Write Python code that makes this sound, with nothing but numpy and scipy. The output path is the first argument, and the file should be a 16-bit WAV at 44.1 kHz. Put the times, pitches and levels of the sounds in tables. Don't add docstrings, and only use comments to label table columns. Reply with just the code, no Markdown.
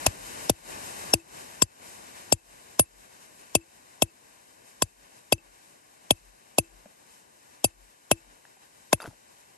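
import sys
import numpy as np
from scipy import signal
from scipy.fft import rfft, irfft, next_fast_len
from scipy.io import wavfile
from scipy.ndimage import uniform_filter1d

SR = 44100
rng = np.random.default_rng(int(sys.argv[2]) if len(sys.argv) > 2 else 0)


def generate_wav(signal):
    frames = np.transpose(np.atleast_2d(signal))
    scaled = np.clip(frames, -1, 1) * 32767
    pcm = np.round(scaled).astype(np.int16)
    wavfile.write(sys.argv[1], SR, pcm)


def ratio_of_db(decibels):
    return 10 ** (np.asarray(decibels, float) / 20)


N = 422037
TIME = np.arange(N) / SR

# [t/s, bite (stone knock)/dB, loose grip (shaft hum)/dB, edge (sharp stone contact)/dB,
# slant (sideways against lengthways ring)/dB]
BLOWS = [(0.062, -16.5, -48, -22, -1.5), (0.494, -17, -49.5, -32.5, -9), (1.134, -16.5, -33.5, -35, 0),
         (1.618, -28, -55, -23, 14.5), (2.321, -17.5, -50.5, -34, 18), (2.792, -16.5, -52.5, -25, -2),
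         (3.549, -16, -37.5, -27.5, 3), (4.019, -16.5, -44, -27.5, 2), (4.819, -23, -59, -21.5, .6),
         (5.321, -15, -42.5, -26.5, -1.5), (6.105, -15.5, -53, -30, -5.5),
         (6.581, -14.5, -39.5, -28.5, -3.5), (7.641, -18, -53, -38, -3), (8.111, -13.5, -40, -24.5, -10),
         (8.927, -12, -49, -19.5, -5.5)]
# [f/Hz, density/dB per Hz]
CRACK_SPECTRUM = [(700, -13.5), (1100, -15), (2000, -19), (3300, -4.5), (4200, -14), (6500, -5.5),
                  (8500, -7.5), (10000, -14.5), (11300, -9), (12600, -10), (14800, -2), (16500, -17)]
LEAD_S = .02


def at_hz(points, hz):
    f_hz, level_db = np.transpose(points)
    return np.interp(np.log(hz + 1), np.log(f_hz), level_db)


def colour(x, gain_db):
    size = next_fast_len(x.shape[-1])
    gain = ratio_of_db(gain_db(np.fft.rfftfreq(size, 1 / SR)))
    return irfft(rfft(x, size) * gain, size)[..., :x.shape[-1]]


def rms_one(x):
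    return x / np.sqrt(np.mean(x ** 2))


def peak_one(x):
    return x / np.abs(x).max()


def sine(hz, t):
    return np.sin(2 * np.pi * hz * t)


def swell(t, rise_s, t60_s):
    t = np.maximum(t, 0)
    shape = (1 - np.exp(-t / max(rise_s, 1e-4))) ** 2 * ratio_of_db(-60 * t / t60_s)
    return shape / shape.max()


def strike(t, rise_s, length_s):
    build = np.exp(np.minimum(t, 0) / rise_s)
    return np.where(t < 0, build, np.exp(-(np.abs(t) / length_s) ** 1.58))


def pair(db):
    return ratio_of_db(np.array([[db / 2], [-db / 2]]))


def add(out, sound, s):
    i = round(s * SR)
    out[:, i:i + sound.shape[1]] += sound[:, :N - i]


def drift(rate_hz):
    knots = rng.standard_normal(400)
    return uniform_filter1d(np.interp(TIME * rate_hz, np.arange(len(knots)), knots), size=400)


def surf(patchy_db=1.1):
    # [f/Hz, density/dB per Hz]
    mid_spectrum = [(15, -44), (25, -19.5), (54, -5), (244, -1.5), (403, -3), (448, -5.5), (991, -4.5),
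                    (1330, -11.5), (1600, -6.5), (2570, -5.5), (3350, -11.5), (8030, -8), (10200, -13),
                    (11900, -8.5), (14000, -49.5)]
    side_spectrum = [(15, -50.5), (25, -21.5), (113, -16), (353, -5.5), (382, -12.5), (448, -2.5),
                     (741, -4), (1780, -8), (2440, -23), (3010, -13.5), (4370, -17.5), (10500, -10),
                     (11300, -13.5), (12300, -45), (14000, -55.5)]
    # [f/Hz, left-right/dB]
    surf_left = [(60, 3), (180, 0.5), (550, 4.5), (1650, 4), (4970, 3.5), (15000, 2.5)]
    # [f/Hz, width/Hz, depth/dB]
    shared_dips = [(1300, 150, -7), (3380, 170, -16), (4550, 200, -4), (6000, 400, -3), (10150, 750, -16)]

    def dips_db(hz):
        return sum(db / (1 + ((hz - f) / width * 2) ** 4) for f, width, db in shared_dips)

    white = rng.standard_normal((2, N))
    mid = rms_one(colour(white[0], lambda hz: at_hz(mid_spectrum, hz) - 14.0 / (1 + (hz / 34.0) ** 8)))
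    side = ratio_of_db(1.5) * rms_one(colour(white[1], lambda hz: at_hz(side_spectrum, hz)))
    both = colour(np.array([mid + side, mid - side]), lambda hz: [[.5], [-.5]] * at_hz(surf_left, hz))
    shared = both.mean(axis=0)
    both += colour(shared, dips_db) - shared
    low, below = (signal.sosfilt(signal.butter(1, hz, fs=SR, output="sos"), both) for hz in (900, 3500))
    together = drift(22.0) + 0.32 * drift(6.0)
    registers = (low, below - low, both - below)
    return sum(band * ratio_of_db(patchy_db * (together + drift(16.0))) for band in registers)


def gain_control():
    # [t/s, level/dB]
    settled = [
        (0.06, -43.5),
        (0.5, -44),
        (1.13, -48.5),
        (1.62, -50.5),
        (2.32, -55.5),
        (2.8, -56),
        (3.55, -59),
        (4.8, -60),
        (6.5, -61),
    ]
    first_duck_db, duck_db, floor_db = 5.5, 14, -63
    lag_s, in_s, hold_s, out_s = .012, .018, .095, .087
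    times, levels = [0], [-42]
    for k, (s, *_) in enumerate(BLOWS):
        dip_db = max(levels[-1] - (duck_db if k else first_duck_db), floor_db)
        times += list(s + np.cumsum([lag_s, in_s, hold_s, out_s]))
        levels += [levels[-1], dip_db, dip_db, np.interp(s, *np.transpose(settled))]
    return ratio_of_db(np.interp(TIME, times, levels))


def thumps():
    # [t/s, level/dB]
    swells = [(.235, -54), (.668, -60.5), (2.494, -64), (2.965, -60), (4.99, -65.5), (5.49, -63),
              (6.278, -56), (6.754, -55), (7.814, -55.5), (8.284, -60), (9.1, -63.5)]
    out, t = np.zeros((2, N)), np.arange(-8000, 8000) / SR
    for s, db in swells:
        add(out, ratio_of_db(db) * pair(6.8) * sine(44.0, t) * strike(t, .06, .06), s + t[0])
    return out


def tumble():
    i, size = round(8.96 * SR), 9500
    split_s, land_s, rise_s = 8.995, 9.071, .01
    grain_db = 2.5 * rng.exponential(1, size)
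    present = rng.random(size) < 3000 / SR
    grains = rng.standard_normal((3, 2, size)) * ratio_of_db(grain_db) * present
    out, t = np.zeros((2, N)), TIME[i:i + size]
    crunch = (-43, split_s, .06, 420, 305, 1660)
    sand = (-46.5, split_s, .06, 250, 3000, 15000)
    thud = (-35, land_s, .008, 800, 59.6, 200)
    for grain, (db, s, hold_s, fade, low_hz, high_hz) in zip(grains, (crunch, sand, thud)):
        sos = signal.butter(4, [low_hz, high_hz], "band", fs=SR, output="sos")
        band = signal.sosfilt(sos, grain[0] + .5 * grain)
        rise = np.clip((t - s) / rise_s, 0, 1) ** 2
        fall_db = fade * np.maximum(t - s - rise_s - hold_s, 0)
        out[:, i:i + size] += rms_one(band) * rise * ratio_of_db(db - 7.5 - fall_db)
    return out


def chips():
    # [t/s, peak/dB, f/Hz, bright/dB]
    ticks = [(5.379, -47, 337, -1), (6.857, -36.5, 600, -19), (7.019, -57, 776, -6), (8.374, -57, 460, -10),
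             (8.451, -42.5, 1730, -11), (8.567, -56, 764, -2), (8.979, -48, 1000, -11),
             (9.001, -29, 1440, -12), (9.017, -32, 1300, -2), (9.027, -31.5, 900, -14),
             (9.04, -31.5, 1400, -14), (9.045, -35, 447, -19), (9.051, -30.5, 700, -20),
             (9.057, -29, 1500, -23), (9.065, -38, 1320, -12), (9.07, -38, 810, -18),
             (9.076, -33, 293, -17), (9.109, -50, 853, -8), (9.129, -48, 624, -12)]
    out, t = np.zeros((2, N)), np.arange(3000) / SR
    dull = signal.butter(2, [350, 2000], "band", fs=SR, output="sos")
    for s, db, hz, bright_db in ticks:
        t60_s = .014 + 14.0 / hz
        noise = rng.standard_normal((3, len(t)))
        mode = (sine(hz, t) + 0.54 * sine(hz * 0.44, t)) * swell(t, 0.00056, .5 * t60_s)
        knock = peak_one(signal.sosfilt(dull, noise[2] * swell(t, .0004, 0.0088)))
        tick = mode + ratio_of_db(-12.0 + 8.0 * (hz > 650)) * knock
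        speck = colour(noise[:2], lambda f: at_hz(CRACK_SPECTRUM, f) - 20.0 * (f > 12500))
        speck = speck * swell(t, .0003, .006)
        add(out, ratio_of_db(db - 4) * (tick * pair(1.5) + ratio_of_db(bright_db + 3.0) * peak_one(speck)), s + .0008)
    return out


def glints():
    # [t/s, f/Hz, level/dB]
    lone_rings = [
        (9.04, 2630, -51),
        (8.57, 750, -56),
        (6.862, 215, -48),
        (5.381, 2650, -53),
        (9.004, 2700, -49),
        (9.004, 3680, -45),
        (9.019, 4800, -40.5),
        (9.02, 11200, -43.5),
        (9.021, 2640, -46),
    ]
    out, t = np.zeros((2, N)), np.arange(3000) / SR
    for s, hz, db in lone_rings:
        add(out, ratio_of_db(db) * pair(0) * sine(hz, t) * swell(t, 0.00068, 0.041), s)
    return out


def shares(s, bite_db, hum_db, edge_db, slant):
    parts_hz = [11200, 2640, 4800, 7500, 9500, 3300, 5600, 8650, 600, 90, 350, 1000, 1570]
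    # [t/s, f/Hz, change/dB]
    catches = [(.062, 350, -6), (.062, 90, 5), (.062, 11200, -5), (6.581, 5600, -7), (.062, 2640, 4),
               (.494, 350, 4), (4.819, 350, -4.5), (.494, 3300, -14), (.494, 2640, -4), (1.134, 5600, 8),
               (7.641, 350, -3), (2.321, 4800, 4), (2.321, 9500, -5), (2.792, 9500, 10), (2.792, 11200, 4),
               (3.549, 8650, 13), (3.549, 9500, 5), (3.549, 1570, -8), (4.019, 4800, -8), (4.019, 3300, 8),
               (5.321, 9500, -6), (4.819, 9500, -7), (5.321, 4800, 8), (5.321, 3300, 6), (5.321, 2640, 5),
               (6.105, 3300, 11), (6.105, 4800, -6), (7.641, 4800, 7), (8.111, 9500, 8), (8.927, 3300, -13)]
    bite, loose, edge = bite_db + 17, hum_db + 47, edge_db + 28
    depth = s - 4.3
    luck = 1 * rng.standard_normal(8)
    ring_db = [-14 - .35 * slant, -30.5 + .4 * loose + .4 * depth,
               -31.5 + .3 * loose - .6 * bite + luck[0],
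               -25.5 + .6 * slant, -33 + 1.4 * depth + luck[1]]
    burst_db = [-23.5 + 1.1 * depth + .2 * slant + luck[2],
                -28 + .4 * slant - 1.5 * depth + luck[3], -29 - .9 * depth + luck[4]]
    knock_db = [bite_db, -32.5 - .3 * depth + .15 * bite, -23.5 + .3 * depth, edge_db,
                -34 + .7 * edge - .2 * loose - 1.2 * max(depth, 0) + luck[5]]
    cracked_db = -5 * (s > 8) * np.array([1, 0, 1, 1, 1] + [0] * 7 + [-2])
    parts = np.array(ring_db + burst_db + knock_db) + cracked_db
    for when, hz, db in catches:
        nearest = np.argmin(np.abs(np.log(hz / np.array(parts_hz))))
        parts[nearest] += db * (abs(when - s) < .1)
    crack_db = -14 + .15 * edge
    rebound_db = -8 - .3 * bite + .5 * luck[6]
    return crack_db, parts[:8], parts[8:], rebound_db, -60.5 + .35 * loose


def crack(t, s, crack_db, sharp_db):
    # [f/Hz, left-right/dB]
    crack_left = [(60, -3), (180, 1.5), (550, 5.5), (1650, -0.5), (4970, 6.5), (15000, -2.5)]
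    noise = rng.standard_normal((3, len(t)))
    hits = strike(t, 0.0008, 0.0036) + .04 * strike(t, 0.0067, .004)
    wash = colour(noise[:2] * strike(t, .001, .018), lambda hz: -30.0 * (hz > 12400))
    burst = (noise[:2] + .6 * noise[2]) * hits + .035 * wash

    def gain_db(hz):
        dull_db = (18.0 * (s < .3) + 8.0 * (s > 8.5)) * (hz > 13000)
        stone_db = .7 * (sharp_db + 35) * np.exp(-(np.log((hz + 1) / 1950) / .25) ** 2)
        left_db = [[.5], [-.5]] * at_hz(crack_left, hz)
        return at_hz(CRACK_SPECTRUM, hz) - dull_db + stone_db + left_db

    return ratio_of_db(crack_db + 9.5) * peak_one(colour(burst, gain_db))


def chisel(t, s, steel_db, rebound_db):
    # [f/Hz, level/dB, rise/s, peak after contact/s, length/s, left-right/dB, left lead/rad]
    steel_modes = [(11246, -2.5, 0.00047, .001, 0.0048, 1, 1.7),
                   (10920, -6, .001, 0.00087, 0.0077, -2, 1.9), (2642, 4, .001, .003, 0.006, 12, 1.49),
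                   (2630, -27.5, .003, .01, .02, 0, 2.2), (4815, 2.5, 0.0014, 0.0048, 0.0061, -4.5, .3),
                   (6160, -17.5, .003, 0.0068, 0.013, 8, .3), (7537, 5, 0.00088, 0.0027, 0.0065, 7.5, 2.24),
                   (7310, -8, 0.00093, 0.0027, 0.0077, 12, 1.84),
                   (9520, 11, 0.0014, 0.0018, 0.012, 0.5, 2.82),
                   (3300, 1.5, 0.00034, 0.00039, 0.0016, 10.5, 2.14),
                   (5576, 4.5, 0.0021, 0.00027, 0.0013, 8.5, 1.8),
                   (8650, 1, 0.00097, 0.00022, .0015, 5, 1.3)]
    mode_group = [0, 0, 1, 1, 2, 2, 3, 3, 4, 5, 6, 7]
    unseated = s < 1.1
    rough = .6 if unseated else .28
    out = np.zeros((2, len(t)))
    luck = rng.standard_normal((len(steel_modes), 3))
    for mode, group, (detune, phase, stretch) in zip(steel_modes, mode_group, luck):
        hz, mode_db, rise_s, late_s, length_s, left_db, lead_rad = mode
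        ring = group < 5
        turns = 2 * np.pi * hz * (1 + .003 * detune) * t
        tone = np.sin(turns + 3 * phase + np.array([[lead_rad], [0]]))
        length_s = length_s * ratio_of_db(1.5 * stretch - 5.0 * unseated * ring)
        shape = strike(t - late_s, rise_s, length_s)
        shape = shape + ring * ratio_of_db(rebound_db) * strike(t - .0047, 0.00054, 0.0014)
        flutter = 1 + rough * rms_one(uniform_filter1d(rng.standard_normal(len(t)), size=50))
        out += ratio_of_db(steel_db[group] + mode_db) * pair(left_db) * tone * shape * flutter
    return out


def port(t, port_db):
    tone = np.sin(2 * np.pi * 1030 * t + np.array([[1.6], [0]]))
    return ratio_of_db(port_db + 4.5) * pair(-1.5) * tone * strike(t - .0015, 0.0027, .003)


def stone_knock(t, knock_db):
    # [f/Hz, level/dB, t60/s, delay/s, rise/s, left-right/dB]
    stone_modes = [(601, 1.5, 0.021, -.0005, 0.00074, 4), (796.5, -4, 0.018, -.001, 0.00047, 5),
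                   (90.3, 4.5, 0.046, 0.01177, 0.0034, 3), (54.9, -17, .06, .025, 0.011, 4),
                   (356.4, 7, 0.014, .001, 0.0005, 7.5), (420, 0.5, 0.017, 0.0005, .001, 4.5),
                   (1570, 3.5, 0.0094, -.0005, 0.00037, 3.5)]
    stone_group = [0, 0, 1, 1, 2, 2, 4]
    start_hz, end_hz, sweep_s = 454.5, 83.5, 0.0055
    swept = (start_hz - end_hz) * sweep_s * (1 - np.exp(-np.maximum(t, 0) / sweep_s))
    wave = np.sin(2 * np.pi * (end_hz * t + swept))
    out = ratio_of_db(knock_db[2] + 5) * pair(5.7) * wave * swell(t, .0012, 0.035)
    for (hz, mode_db, t60_s, delay_s, rise_s, left_db), group in zip(stone_modes, stone_group):
        late = t - delay_s
        tone = np.sin(2 * np.pi * hz * late + np.array([[.25], [-.25]]))
        out += ratio_of_db(knock_db[group] + mode_db) * pair(left_db) * tone * swell(late, rise_s, t60_s)
    return out


def shaft_hum(t, hum_db):
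    return ratio_of_db(hum_db) * pair(5.2) * sine(331.4, t) * swell(t, .004, 0.17)


def settling(t, settle_db):
    # [f/Hz, level/dB]
    settle_modes = [(2652, -1.5), (2576, -5), (4800, -13), (7480, -7), (7400, -10)]
    tones = sum(ratio_of_db(settle_db + mode_db) * sine(hz, t) for hz, mode_db in settle_modes)
    return pair(5.0) * tones * strike(t - .058, .003, 0.021)


def blows():
    steel_lag_s, knock_lag_s = .0028, .0027
    out = np.zeros((2, N))
    t = np.arange(14000) / SR - LEAD_S
    short = t[:5000]
    for s, bite_db, hum_db, edge_db, slant in BLOWS:
        crack_db, steel_db, knock_db, rebound_db, settle_db = shares(s, bite_db, hum_db, edge_db, slant)
        steel = crack(short, s, crack_db, knock_db[4]) + chisel(short, s, steel_db, rebound_db)
        steel += port(short, knock_db[3])
        answer = shaft_hum(t, hum_db) - stone_knock(t, knock_db) + settling(t, settle_db)
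        add(out, answer, s + knock_lag_s - LEAD_S)
        add(out, steel, s + steel_lag_s - LEAD_S)
    return out


def scene():
    return surf() * gain_control() + thumps() + tumble() + chips() + glints() + blows()


def top_cut(x):
    return signal.sosfilt(signal.butter(12, 16780, fs=SR, output="sos"), x)


def record(dry):
    limited = dry / (1 + (np.abs(dry) / .82) ** 6) ** (1 / 6)

    def top_db(hz):
        return -24.0 / (1 + (12700 / (hz + 1)) ** 40) - 30.0 / (1 + (16800 / (hz + 1)) ** 40)

    return top_cut(colour(limited, top_db))


dry = scene()
out = record(dry)
generate_wav(out)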